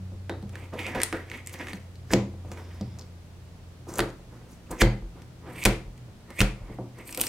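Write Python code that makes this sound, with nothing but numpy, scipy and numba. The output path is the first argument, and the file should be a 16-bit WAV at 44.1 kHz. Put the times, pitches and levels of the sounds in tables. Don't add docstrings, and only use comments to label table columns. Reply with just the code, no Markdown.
import sys
import numpy as np
from scipy import signal
from scipy.fft import rfft, irfft, next_fast_len
from scipy.io import wavfile
from scipy.ndimage import uniform_filter1d
from numba import njit

SR = 44100
rng = np.random.default_rng(int(sys.argv[2]) if len(sys.argv) > 2 else 0)


def pcm_store(signal):
    levels = np.round(np.clip(np.atleast_2d(signal), -1, 1) * 32767)
    wavfile.write(sys.argv[1], SR, levels.astype(np.int16).T)


N = 321048

# (frequency [Hz], level [dB], t60 [s])
BENCH_MODES = [(95.5, -7.5, 0.12), (120, -3.5, 0.32), (157, -3.5, 0.057), (197.1, 0.5, 0.21),
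               (236, -24.5, 0.061), (266.5, -17.5, 0.2), (331.6, -8, 0.12), (363, -12.5, 0.13),
               (439, -8, 0.055), (520, -7.5, 0.079), (684, 2.5, 0.012), (937, -1, 0.015),
               (1180, -1.5, 0.0084)]
# (frequency [Hz], width [Hz], level [dB])
BLADE_MODES = [(4400, 400, -2), (8400, 600, 7), (11700, 700, 5), (15000, 900, -2)]
# (time [s], level [dB])
BLADE_FREEDOM = [(0, -4), (1.9, -8), (2.4, -20), (4.74, -8), (4.79, -10.5), (5.4, -1), (6.3, 8),
                 (7.28, 2.5)]
BENCH_SPLIT_HZ, GRAINS_PER_S = 220, 6500


def amp(db):
    return 10 ** (np.asarray(db) / 20)


def unit_rms(x):
    return x / np.sqrt(np.mean(x ** 2) + 1e-20)


def in_time(rows):
    times_s, *columns = np.transpose(rows)
    return np.array([np.interp(np.arange(N) / SR, times_s, c) for c in columns])


def at_hz(rows, hz, column=1):
    rows = np.array(rows)
    return np.interp(np.log(hz), np.log(rows[:, 0]), rows[:, column])


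def ring(x, hz, t60_s):
    r, w = amp(-60 / (t60_s * SR)), 2 * np.pi * hz / SR
    return signal.lfilter([0, np.sin(w)], [1, -2 * r * np.cos(w), r * r], x + 1e-18)


def body(x, modes):
    out = 0
    for k, (hz, width_hz, db) in enumerate(modes):
        r = np.exp(-np.pi * width_hz / SR)
        b = [(1 - r * r) / 2, 0, (r * r - 1) / 2]
        a = [1, -2 * r * np.cos(2 * np.pi * hz / SR), r * r]
        out = out + (-1) ** k * amp(db) * signal.lfilter(b, a, x + 1e-18)
    return out


@njit
def two_pole_twice(x, feedback, r):
    for _ in range(2):
        y = np.zeros(len(x))
        for i in range(2, len(x)):
            y[i] = (1 - r[i] ** 2) / 2 * (x[i] - x[i - 2]) + feedback[i] * y[i - 1] - r[i] ** 2 * y[i - 2]
        x = y
    return x


def moving_resonance(x, hz, width_hz):
    r = np.exp(-np.pi * width_hz / SR) * np.ones(N)
    return two_pole_twice(x, 2 * r * np.cos(2 * np.pi * hz / SR), r)


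def grains(per_s, spread_db):
    sizes = amp(spread_db * np.minimum(rng.exponential(1, N), 4)) * rng.choice([-1, 1], N)
    clicks = sizes * (rng.random(N) < per_s / SR)
    return unit_rms(clicks + 0.11 * rng.standard_normal(N))


def clumps(per_s, depth_db):
    knots = rng.standard_normal(N // 100)
    return amp(depth_db * np.interp(np.arange(N) / SR * per_s, np.arange(len(knots)), knots))


def motor():
    # (time [s], fundamental [dB rms], second partial [dB rms])
    partial_levels = [(0, -38.5, -42), (.5, -41, -79), (1.2, -46, -68), (2.0, -45.5, -57.5),
                      (2.4, -40, -61), (2.8, -43, -57), (3.6, -50, -56.5), (3.9, -47.5, -64),
                      (4.2, -76.5, -58.5), (5.5, -51, -55), (7.28, -65, -67)]
    start_hz, idle_hz, slowing_s = 93.1, 83.0, 3.5
    first_db, second_db = in_time(partial_levels)
    hz = idle_hz + (start_hz - idle_hz) * np.exp(-np.arange(N) / SR / slowing_s)
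    phase = 2 * np.pi * np.cumsum(hz) / SR
    return np.sqrt(2) * (amp(first_db) * np.sin(phase) + amp(second_db) * np.sin(2 * phase))


def mains_hum():
    # (frequency [Hz], width [Hz], level [dB rms])
    bands = [(122.2, 2.2, -52.5), (64, 1.54, -56), (232.5, 3.2, -65.5)]
    white = rng.standard_normal(N + SR)
    return sum(amp(db) * unit_rms(body(white, [(hz, width_hz, 0)])[SR:]) for hz, width_hz, db in bands)


def air():
    # (frequency [Hz], relative density [dB])
    spectrum = [(20, 6), (45, -1), (62, -34.5), (80, -1), (150, -8), (250, -12.5), (500, -16),
                (1000, -23.5), (2000, -27.5), (4670, -31), (9000, -37), (16000, -44.5)]
    # (frequency [Hz], left-right coherence [0..1])
    coherence = [(100, 0.82), (290, 0.85), (640, 0.57), (1400, 0.18), (3100, 0.013)]
    rms_db = -47
    hz = np.maximum(np.arange(N // 2 + 1) * SR / N, 1)
    mid, side = rfft(rng.standard_normal((2, N))) * amp(at_hz(spectrum, hz))
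    alike = np.clip(at_hz(coherence, hz), 0, 1)
    stereo = np.sqrt(1 + alike) * mid + np.sqrt(1 - alike) * side * [[1], [-1]]
    return amp(rms_db) * unit_rms(irfft(stereo, N))


def jolts():
    # (time [s], upper modes [dB], lower modes [dB], frame sway [dB])
    blows = [(0.118, -41, -42, -49), (.295, -21.5, -36.5, -60), (.427, -36.5, -35, -49),
             (.726, -33, -37.5, -64), (.947, -27.5, -51, -53), (1.126, -22, -39.5, -49),
             (1.607, -36, -57, -67), (1.731, -34.5, -36.5, -54), (2.106, -30, -37, -37),
             (2.133, -10.5, -19.5, -39), (2.447, -36, -40, -53), (2.809, -30.5, -26.5, -61),
             (3.869, -35, -51, -67), (3.989, -12, -28.5, -32), (4.705, -33, -43, -41),
             (4.817, -9, -17, -16), (5.654, -14, -24.5, -18), (5.663, -14.5, -27.5, -24),
             (6.082, -44.5, -44.5, -65), (6.403, -25.5, -21, -17.5), (6.413, -18.5, -29, -14.5),
             (6.697, -34.5, -39, -40), (6.786, -25, -37.5, -60), (7.171, -33, -59, -53),
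             (7.206, -30, -47, -45)]
    # (frequency [Hz], level [dB], t60 [s])
    frame_modes = [(44.6, -0.5, 0.33), (53.3, -16, 0.12), (63, -15, 0.15), (85, -2, 0.037)]
    contact_hz, shudder_s, shove_s = 833, 0.045, 0.0018
    rebound_s, rebound_top_db, rebound_frame_db = .205, -30.5, -17.5
    upper, lower, frame = np.zeros((3, N + SR))
    t = np.arange(8000) / SR
    shove = t * np.exp(-t / shove_s)
    pole = np.exp(-2 * np.pi * contact_hz / SR)
    for time_s, upper_db, lower_db, sway_db in blows:
        force = 0.034 * rng.standard_normal(len(t)) * np.exp(-t / shudder_s)
        force[0] = 1
        force = signal.lfilter([(1 - pole) ** 2], [1, -2 * pole, pole ** 2], force)
        for delay_s, top_db, frame_db in [(0, 0, 0), (rebound_s, rebound_top_db, rebound_frame_db)]:
            at = round((time_s + delay_s) * SR)
            upper[at:at + len(t)] += amp(upper_db + top_db) * force
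            lower[at:at + len(t)] += amp(lower_db + top_db) * force
            frame[at:at + len(t)] += amp(sway_db + frame_db + 8.0) * shove / shove.sum()
    out = sum(amp(db) * ring(frame[:N], hz, t60_s) for hz, db, t60_s in frame_modes)
    for k, (hz, db, t60_s) in enumerate(BENCH_MODES):
        drive = upper if hz > BENCH_SPLIT_HZ else lower
        out += (-1) ** k * amp(db) * ring(drive[:N], hz, t60_s)
    return out


def snaps():
    # (time [s], block [dB], chip [dB], bare crack [dB], block pitch [Hz], chip pitch [Hz])
    chips = [(0.2947, -16.5, -57, -67, 1530, 4100), (.4254, -57, -43, -51, 1760, 4100),
             (0.4933, -56, -71, -40.5, 1640, 3870), (0.5547, -25, -71, -42, 1760, 6700),
             (.7911, -21, -35, -39, 2350, 4380), (0.801, -35, -42, -45, 2480, 3660),
             (.8655, -17.5, -37, -64, 2250, 9300), (.9482, -19, -57, -51, 1980, 4010),
             (1.0015, -15, -51, -40, 1730, 6300), (1.0166, -10.5, -20, -49, 1960, 8600),
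             (1.0328, -41, -8, -14, 2820, 9100), (1.1262, -11, -61, -60, 1540, 3970),
             (1.299, -30, -38, -62, 2470, 7100), (1.3147, -20, -40, -54, 2030, 4220),
             (1.375, -37, -44, -41, 2070, 4260), (1.4618, -52, -35, -55, 2350, 7460),
             (1.4717, -31.5, -24, -56, 2060, 8200), (1.4942, -32, -39, -52, 2050, 9520),
             (1.54, -43, -40, -30, 1900, 5060), (1.6126, -25, -45, -55, 1930, 3610),
             (1.67, -20.5, -46, -51, 1920, 3680), (1.6837, -22, -36, -45, 1820, 4130),
             (1.732, -26, -30, -31, 1800, 4560), (1.955, -45, -41.5, -67, 2050, 4560),
             (2.114, -32, -31, -51, 1780, 7500), (2.1346, -15, -15.5, -10, 2160, 7700),
             (2.516, -50, -61, -33, 1860, 8500), (2.5735, -32.5, -50, -51, 2250, 4230),
             (2.8103, -57.5, -32, -68, 2070, 4720), (2.987, -63, -35, -53, 1430, 6300),
             (2.993, -57, -33, -60, 1420, 5640), (3.011, -62, -36.5, -60, 1420, 4800),
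             (3.02, -63, -41, -62, 1420, 4500), (3.9383, -44, -28.5, -57, 1980, 7500),
             (3.956, -52, -29, -60, 1600, 7350), (3.9837, -19, -21.5, -39, 1380, 11200),
             (3.992, -5.5, -43, -20, 1420, 4600), (4.003, -23, -18, -17, 1800, 4800),
             (4.102, -47, -39, -57, 1680, 3960), (4.817, -5, -10, -21, 1500, 4660),
             (5.219, -41, -43.5, -60, 2030, 5570), (5.6377, -55, -22, -25, 2320, 7500),
             (5.6517, -5, -8, -16, 2470, 8580), (5.6561, -5, -38, -6, 2280, 4580),
             (5.6627, -10, -35, -15, 1420, 4330), (5.9773, -54, -72, -46, 1950, 5700),
             (6.2072, -49, -63, -66, 1460, 5500), (6.3043, -44, -65, -38, 1950, 4300),
             (6.4045, -3.5, -35, -11, 2480, 5000), (6.4143, -11.5, -56, -10.5, 1420, 4370),
             (7.092, -30, -36, -47, 1940, 8500), (7.1253, -52, -29.5, -38, 2380, 5300),
             (7.1467, -28, -26, -34, 2350, 5200), (7.1742, -25, -19, -30, 2440, 8600),
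             (7.198, -20, -23, -38, 2750, 8470), (7.2072, -36, -17, -43, 2700, 8600),
             (7.2127, -14.5, -6.5, -21.5, 2860, 8800), (7.2371, -36, -28, -21.5, 2470, 8280),
             (7.2675, -25, -21.5, -45, 1780, 5300)]
    flurry_s, rise_s, click_s, flick_db = 0.0026, 0.0027, .0009, 12
    t = np.arange(2000) / SR
    direct, room_paths = np.zeros(N + len(t)), np.zeros((3, N + len(t)))
    crack_band = signal.butter(1, [500.0, 7000.0], "band", fs=SR)
    for k, (time_s, block_db, chip_db, crack_db, block_hz, chip_hz) in enumerate(chips):
        pulse = 0.24 * rng.standard_normal(len(t)) * np.exp(-t / flurry_s) * (1 - np.exp(-t / rise_s))
        pulse[round(click_s * SR)] = -1
        impulse = np.sqrt(np.sum(pulse ** 2)) * (t == 0)
        drives = np.array([pulse, impulse])
        edge_db = chip_db + flick_db + np.interp(time_s, *np.transpose(BLADE_FREEDOM))
        modes = [(block_hz, 500, block_db + 19.5), (chip_hz, 0.19 * chip_hz, chip_db + 21.5)]
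        modes += [(hz, width_hz, db + edge_db) for hz, width_hz, db in BLADE_MODES[1:]]
        near, far = body(drives, modes) + amp(crack_db + 15) * signal.lfilter(*crack_band, drives)
        at = round(time_s * SR)
        direct[at:at + len(t)] += near
        room_paths[k % 3, at:at + len(t)] += far
    return direct[:N], room_paths[:, :N]


def clinks():
    # (time [s], initial level [dB rms], pitch [Hz], width [Hz], t60 [s])
    touches = [(.2957, -49, 3820, 180, .3), (.735, -33, 520, 60, .2), (.95, -27, 517, 60, .2),
               (2.106, -36, 1790, 150, .08), (7.178, -36, 520, 80, .25)]
    out, t = np.zeros(N), np.arange(SR // 4) / SR
    for time_s, db, hz, width_hz, t60_s in touches:
        chatter = unit_rms(body(rng.standard_normal(len(t)), [(hz, width_hz, 0)]))
        at = round(time_s * SR)
        out[at:at + len(t)] += (amp(db - 60 * t / t60_s) * chatter)[:N - at]
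    return out


def tearing(block_gain, fibre_gain, block_hz):
    block_width_hz, chip_width_hz, chip_pitch_ratio = 700, 2400, 3.12
    steel_db, = in_time(BLADE_FREEDOM)
    coarse = grains(GRAINS_PER_S, spread_db=1.0) * clumps(70.0, depth_db=4.0)
    fine = grains(GRAINS_PER_S, spread_db=4.5) * clumps(90.0, depth_db=5.0)
    # (frequency [Hz], width [Hz], level [dB])
    block_modes = [(1100, 600, -14), (3450, 900, -20), (4500, 700, -18)]
    width_scale = amp(-.25 * steel_db)
    rasp = moving_resonance(coarse, block_hz, block_width_hz * width_scale) / np.sqrt(width_scale)
    block = rasp + body(coarse, block_modes)
    chip = moving_resonance(fine, chip_pitch_ratio * block_hz, chip_width_hz)
    crackle = amp(-9.0) * signal.lfilter(*signal.butter(2, 4000.0, "high", fs=SR), fine[::-1])
    steel = amp(steel_db) * body(np.roll(fine, SR), BLADE_MODES)
    return block_gain * unit_rms(block) + fibre_gain * unit_rms(chip + crackle + steel)


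def rubbing():
    friction = grains(400.0, spread_db=-2.0)
    return unit_rms(sum(amp(db) * ring(friction, hz, .4 * t60_s)
                        for hz, db, t60_s in BENCH_MODES if hz > BENCH_SPLIT_HZ))


def strokes():
    # (peak time [s], rise [s], fall [s], block [dB], fibres [dB], rubbing [dB], block pitch [Hz])
    pushes = [(.31, .005, 0.17, -70, -75, -61, 1780), (.53, 0.011, .25, -57.5, -60, -49, 2200),
              (.64, 0.11, 0.05, -55.5, -63, -51.5, 2270), (.732, .01, 0.08, -65, -75, -37.5, 2000),
              (0.792, 0.022, 0.22, -37, -46.5, -39.5, 2130), (0.866, 0.0094, 0.31, -49, -57, -42, 2230),
              (0.953, 0.0092, 0.078, -38, -69, -28.5, 1720), (1.01, 0.054, .01, -42.5, -48, -47, 1760),
              (1.141, .01, 0.096, -40.5, -50, -43, 1490), (1.338, 0.07, 0.11, -42, -50.5, -42.5, 1995),
              (1.468, 0.0081, .2, -53, -62, -67, 2200), (1.542, .05, 0.072, -57, -48, -45.5, 1970),
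              (1.606, 0.023, 0.083, -39, -55, -37.5, 1790), (1.692, 0.063, 0.13, -49, -46, -45, 2000),
              (2.13, 0.026, 0.012, -34.5, -27.5, -30.5, 1690), (2.519, 0.0039, 0.025, -44, -45, -41, 2160),
              (2.588, 0.15, 0.093, -61, -55, -43, 1870), (2.75, 0.35, 0.26, -60.5, -62, -54, 1670),
              (2.992, 0.044, 0.11, -81, -64, -50.5, 1680), (3.889, 0.02, 0.23, -67, -45, -41, 1890),
              (3.982, 0.034, 0.0057, -55, -32.5, -31, 2140), (4.328, 0.029, 0.27, -72, -65, -51, 1910),
              (4.53, 0.087, 0.065, -71, -57, -58, 2000), (4.712, 0.0047, 0.021, -71, -31.5, -38, 2373),
              (4.731, 0.041, 0.073, -57.5, -63, -37, 1770), (4.802, 0.12, .02, -56, -53.5, -51, 2100),
              (4.8135, 0.013, 0.02, -21, -20, -30, 2080), (5.16, 0.023, 0.14, -69.5, -71, -48, 2000),
              (5.48, 0.081, 0.26, -57, -72, -42, 1810), (5.563, .012, 0.13, -47, -76, -61, 2090),
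              (5.631, 0.09, 0.012, -43, -40.5, -58, 2267), (6.306, 0.037, 0.056, -53, -73, -45, 1850),
              (6.375, 0.034, .02, -42.5, -53, -64, 2060), (6.394, 0.0087, 0.016, -24.5, -31, -33.5, 2250),
              (6.72, 0.31, 0.096, -60.5, -76.5, -49, 2000),
              (6.988, 0.028, 0.077, -46.5, -59.5, -43.5, 1930),
              (7.09, 0.043, 0.24, -51, -50.5, -50.5, 2350), (7.191, 0.023, 0.092, -68, -68, -39, 2520),
              (7.275, 0.11, .1, -46, -36.5, -48, 2480)]
    swell_db = 20
    t, gains = np.arange(N) / SR, 0
    for peak_s, rise_s, fall_s, *levels_db, _ in pushes:
        away = np.where(t < peak_s, (peak_s - t) / max(rise_s, .002), (t - peak_s) / max(fall_s, .002))
        gains = gains + amp(levels_db)[:, None] * amp(-swell_db * np.minimum(away, 6))
    block_gain, fibre_gain, rub_gain = uniform_filter1d(gains, size=160)
    block_hz = in_time(pushes)[-1]
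    return tearing(block_gain, fibre_gain, block_hz), rub_gain * rubbing()


def drag():
    # (frequency [Hz], width [Hz], level [dB])
    shank_modes = [(2120, 260, -1), (3600, 330, -2), (4740, 350, -4), (5390, 300, 0)]
    start_s, hold_s, fade_s, rms_db = 2.62, .33, .05, -65
    t = np.arange(N) / SR - start_s
    contact = np.clip(np.minimum(t, hold_s - t) / fade_s + 1, 0, 1)
    return amp(rms_db) * contact * unit_rms(body(grains(GRAINS_PER_S, spread_db=3.0), shank_modes))


def mic_ports(x):
    # (frequency [Hz], left over right [dB], left lead [rad])
    steps = [(500, 0, 0), (1000, -1.6, -.2), (2200, -5, -.1), (4500, 1.3, -.7), (9000, 1.7, -.8),
             (14000, 1, -1.9)]
    size = next_fast_len(N + 1024)
    hz = np.maximum(np.arange(size // 2 + 1) * SR / size, 1)
    share = hz ** 2 / (hz ** 2 + 500 ** 2)
    left = amp(share * at_hz(steps, hz) / 2) * np.exp(.5j * share * at_hz(steps, hz, column=2))
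    return irfft(rfft(x, size) * np.array([left, 1 / left]), size)[:, :N]


def room(paths):
    # (frequency [Hz], t60 [s], relative level [dB])
    decay = [(200, 0.38, -1.5), (2000, 0.33, 1.5), (8000, 0.3, -4), (15000, 0.19, -4)]
    onset_s, shared_below_hz = 0.0025, 480.0
    t, echoes = np.arange(SR // 2) / SR, 0
    for low_hz in 80 * 2. ** np.arange(8):
        octave = signal.butter(2, [low_hz, min(2 * low_hz, .45 * SR)], "band", fs=SR, output="sos")
        band = signal.sosfilt(octave, rng.standard_normal((2, len(paths), len(t))))
        shared = 1 / (1 + (low_hz / shared_below_hz) ** 2)
        band = np.sqrt(shared) * band[0] + np.sqrt(1 - shared) * band
        t60_s, db = at_hz(decay, 1.4 * low_hz), at_hz(decay, 1.4 * low_hz, column=2)
        echoes = echoes + band * amp(db - 60 * t / t60_s)
    echoes *= 1 - np.exp(-(t / onset_s) ** 2)
    echoes = unit_rms(echoes) / np.sqrt(len(t))
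    size = next_fast_len(N + len(t))
    return irfft(np.sum(rfft(paths, size) * rfft(echoes, size), axis=1), size)[:, :N]


def scene():
    cut, rub = strokes()
    cracks, room_paths = snaps()
    bench = jolts() + rub
    room_paths[0] += amp(-1.5) * cut + amp(-5.5) * bench
    direct = mic_ports(cut + cracks + clinks() + drag() + bench)
    return direct + amp(-9) * room(room_paths) + motor() + mains_hum() + air()


def record(dry):
    low_cut_hz, stopband_hz = 38.0, 16500
    thin = signal.sosfilt(signal.butter(3, low_cut_hz, "high", fs=SR, output="sos"), dry)
    rounded = thin / (1 + thin ** 4) ** .25
    return signal.sosfilt(signal.cheby2(16, 60, stopband_hz, fs=SR, output="sos"), rounded)


dry = scene()
out = record(dry)
pcm_store(out)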